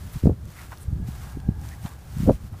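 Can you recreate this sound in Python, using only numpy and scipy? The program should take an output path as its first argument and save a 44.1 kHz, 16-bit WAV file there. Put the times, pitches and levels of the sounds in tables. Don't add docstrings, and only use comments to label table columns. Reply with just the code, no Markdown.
import sys
import numpy as np
from scipy.fft import rfft, irfft, next_fast_len
from scipy.io import wavfile
from scipy.ndimage import uniform_filter1d, minimum_filter1d, map_coordinates

SR = 44100
rng = np.random.default_rng(int(sys.argv[2]) if len(sys.argv) > 2 else 0)


def bounce(signal):
    frames = np.transpose(np.atleast_2d(signal))
    limited = np.clip(frames, -1, 1)
    pcm = np.round(limited * 32767).astype(np.int16)
    wavfile.write(sys.argv[1], SR, pcm)


N = 114660


def amp(db):
    return 10 ** (np.asarray(db) / 20)


def unit(x):
    return x / np.sqrt(np.mean(x ** 2) + 1e-20)


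def clock():
    return np.arange(N) / SR


def curve(rows):
    return np.interp(clock(), *np.transpose(rows))


def wobble(rate):
    return map_coordinates(rng.standard_normal(4000), [clock() * rate + 2], mode="wrap")


def filtered(x, response):
    m = next_fast_len(N + SR // 2)
    hz = np.fft.rfftfreq(m, 1 / SR)
    return irfft(rfft(x, m) * response(hz), m)[:N]


def coloured(x, spectrum):
    f, db = np.transpose(spectrum)
    return unit(filtered(x, lambda hz: amp(np.interp(np.log(hz + 1), np.log(f), db))))


def resonant(x, hz, width):
    def response(f):
        damping = 1j * f * width
        return (damping / (hz * hz - f * f + damping)) ** 2
    return unit(filtered(x, response))


def noise():
    return rng.standard_normal(N)


def evened(x, size):
    power = uniform_filter1d(uniform_filter1d(x ** 2, size=size), size=size)
    return unit(x / np.sqrt(abs(power) + 0.3))


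def crackle(per_s, spread_db):
    hit = rng.random(N) < per_s / SR
    size_db = spread_db * np.minimum(rng.exponential(size=N), 4)
    return unit(hit * noise() * amp(size_db))


def swell(s, rise, fall):
    t = clock() - s
    u = t / np.where(t < 0, rise, fall)
    return np.exp(2 * (1 - np.sqrt(1 + u * u)))


def swish(hiss_db=-2, grain_db=-4):
    # time in seconds, level in dB.
    sweep = [(0, -52), (.11, -52), (.14, -49), (.19, -49), (.22, -54.5), (.245, -50.5), (.3, -59.5),
             (.35, -68.5), (.45, -60.5), (.5, -52.5), (.55, -52.5), (.615, -48), (.685, -55.5), (.725, -51),
             (.76, -55.5), (.83, -55), (.88, -61.5), (1.03, -64.5), (1.08, -50.5), (1.2, -51.5),
             (1.245, -50), (1.33, -52.5), (1.39, -59.5), (1.5, -64.5), (1.57, -61), (1.66, -49),
             (1.72, -52), (1.8, -55.5), (1.86, -48), (1.92, -53.5), (1.98, -58.5), (2.07, -56.5),
             (2.14, -52), (2.23, -46.5), (2.3, -51), (2.35, -51), (2.39, -59.5), (2.47, -54), (2.5, -65.5),
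             (2.6, -54.5)]
    # frequency in Hz, relative level in dB per Hz.
    grass_spectrum = [(200, -49), (600, 4.5), (1200, 4.5), (2000, 1.5), (3000, -1.5), (5000, -2.5),
                      (8000, -3), (12000, -4.5), (15000, -5.5)]
    flutter_db = .8
    level_db = curve(sweep)
    contacts_per_s = 3500 * amp(0.98 * (level_db - level_db.mean()))
    grains = amp(grain_db) * coloured(crackle(contacts_per_s, spread_db=3.0), grass_spectrum)
    hiss = amp(hiss_db) * coloured(noise(), grass_spectrum)
    return amp(level_db + flutter_db * wobble(70)) * (hiss + grains)


def strokes(rows, relative_width, per_s):
    out = np.zeros(N)
    for s, db, half, hz in rows:
        grains = crackle(per_s, spread_db=2.5)
        out += amp(db) * swell(s, half, half) * resonant(grains, hz, hz * relative_width)
    return out


def crunches():
    # peak time in seconds, level in dB, half length in seconds, centre in Hz.
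    straw = [(.15, -50, 0.015, 1180), (.61, -52, 0.053, 1420), (.727, -39.5, 0.011, 1000),
             (1.25, -52.5, 0.072, 1090), (1.65, -59, 0.017, 1200), (1.862, -42, 0.015, 880),
             (1.925, -53, .025, 1110), (2.22, -56, 0.059, 1240), (2.295, -46.5, .007, 1520),
             (2.542, -49.5, 0.0077, 910)]
    return strokes(straw, relative_width=0.83, per_s=5000)


def rubs():
    # peak time in seconds, level in dB, half length in seconds, centre in Hz.
    stalks = [(.595, -52, 0.036, 2070), (1.728, -47.5, 0.013, 1930)]
    return strokes(stalks, relative_width=.22, per_s=2000)


def brushes():
    # peak time in seconds, level in dB, half length in seconds, centre in Hz.
    seed_heads = [(.134, -49.5, 0.01, 12300), (.825, -51.5, 0.017, 9250)]
    return strokes(seed_heads, relative_width=.5, per_s=16000)


def snaps():
    # time in seconds, peak level in dB, centre in Hz.
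    stems = [(0.135, -33.5, 11000), (.201, -41, 5000), (.239, -49, 8000), (.2675, -35.5, 1260),
             (.4544, -42, 7350), (0.714, -43, 5000), (.774, -39, 4430), (.7835, -39, 13000),
             (.831, -43, 10000), (1.4012, -41.5, 4400), (1.6147, -40, 7950), (1.688, -38, 4950),
             (1.8293, -37, 11000), (1.861, -33.5, 3050), (1.8911, -38, 9100), (1.936, -40, 7000),
             (2.1844, -36, 9000), (2.527, -45, 11000)]
    decay_s = .0011
    out = np.zeros(N)
    for s, db, hz in stems:
        t = clock() - s
        burst = noise() * (t >= 0) * np.exp(-abs(t) / decay_s)
        tick = resonant(burst, hz, hz * 1.13)
        out += amp(db) * tick / abs(tick).max()
    return out


def wind(rumble_db=-2):
    # time in seconds, level in dB before rumble_db is added.
    strength = [(0, -37.5), (.06, -30), (.125, -44.5), (.17, -22.5), (.21, -58), (.245, -10.5), (.29, -18),
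                (.328, -18.5), (.355, -39.5), (.475, -29.5), (.51, -44.5), (.69, -36), (.77, -43),
                (.86, -34.5), (.945, -24), (.985, -27.5), (1.02, -25.5), (1.06, -30.5), (1.11, -32),
                (1.19, -35.5), (1.23, -32.5), (1.32, -38), (1.375, -25.5), (1.41, -36.5), (1.495, -22.5),
                (1.55, -32), (1.585, -28.5), (1.8, -38.5), (1.85, -30.5), (1.88, -42), (1.96, -37.5),
                (2.03, -42.5), (2.13, -33.5), (2.25, -19), (2.3, -17), (2.35, -23.5), (2.39, -46),
                (2.44, -27.5), (2.49, -39.5), (2.53, -30), (2.6, -43.5)]
    # peak time in seconds, level in dB, rise and fall in seconds.
    gusts = [(0.237, -41, 0.0038, 0.0027), (.258, -27, .002, 0.0022), (.273, -14.5, 0.0031, 0.0035),
             (0.298, -21.5, 0.0022, 0.0015), (.308, -36, 0.035, 0.013), (1.4905, -34, 0.0013, 0.0013),
             (2.297, -14.5, 0.015, 0.013)]
    # frequency in Hz, relative level in dB per Hz.
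    rumble_spectrum = [(15, 0), (30, -27.5), (48, -3), (70, 2), (115, -2), (170, -11.5), (260, -23),
                       (400, -32.5), (800, -51), (2000, -81)]
    turbulence_spectrum = [(50, -33), (130, -5), (280, 2), (520, 3.5), (750, -9), (1100, -24.5),
                           (1800, -41), (4000, -82)]
    flow = evened(coloured(noise(), rumble_spectrum), size=800)
    turbulence = evened(coloured(noise(), turbulence_spectrum), size=400)
    bursts = sum(amp(db) * swell(s, rise, fall) for s, db, rise, fall in gusts)
    return amp(curve(strength) + rumble_db) * flow + bursts * turbulence


def thumps():
    # centre time in seconds, approximate peak level in dB, pitch in Hz.
    eddies = [(.161, -20.5, 115), (0.238, -17.5, 221), (0.2581, -12, 324), (.273, 0, 185),
              (0.296, -12, 254), (0.324, -18.5, 127), (0.886, -19, 69.6), (0.9307, -16, 97),
              (.965, -20, 106), (1.001, -24.5, 156), (1.029, -32, 124), (1.089, -21, 139),
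              (1.373, -20.5, 180), (1.4909, -8, 139), (1.854, -19, 133), (2.171, -20, 129),
              (2.205, -13, 132), (2.234, -14, 146), (2.278, -11, 201), (2.288, -4.5, 200),
              (2.2965, -4.5, 485), (2.31, -10.5, 226)]
    fade = 0.7
    out = np.zeros(N)
    for s, db, hz in eddies:
        u = 2 * np.pi * hz * (clock() - s)
        out -= amp(db) * np.sin(u) * 1.37 / np.cosh(np.clip(fade * u, -20, 20))
    return out


def field():
    # frequency in Hz, relative level in dB per Hz.
    air_spectrum = [(20, 3.5), (52, 8), (100, 2), (400, 0), (800, -7.5), (1300, -7), (1700, -12),
                    (2300, -17), (5000, -19.5), (15000, -23)]
    # time in seconds, level in dB.
    drone_level = [(0, -86), (.7, -70), (1.1, -57), (1.5, -56), (1.9, -58), (2.6, -69)]
    # centre in Hz, width in Hz, relative level in dB.
    drone_bands = [(779, 174, -1.5), (1630, 140, -7)]
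    air_db = -53.5
    air = amp(air_db) * coloured(noise(), air_spectrum)
    drone = sum(amp(db) * resonant(noise(), hz, width) for hz, width, db in drone_bands)
    return air + amp(curve(drone_level)) * drone


def scene():
    feet = crunches() + rubs()
    grass = swish() + brushes() + snaps()
    return (feet + grass + wind() + thumps() + field())[None]


def record(dry):
    low_cut_hz, top_hz = 14.6, 15400
    ceiling = .78
    x = filtered(dry[0], lambda hz: hz ** 4 / (hz ** 4 + low_cut_hz ** 4))
    need = minimum_filter1d(ceiling / np.maximum(abs(x), ceiling), size=300)
    gain = uniform_filter1d(uniform_filter1d(need, size=150), size=150)
    return filtered(x * gain, lambda hz: hz < top_hz)[None]


dry = scene()
out = record(dry)
bounce(out)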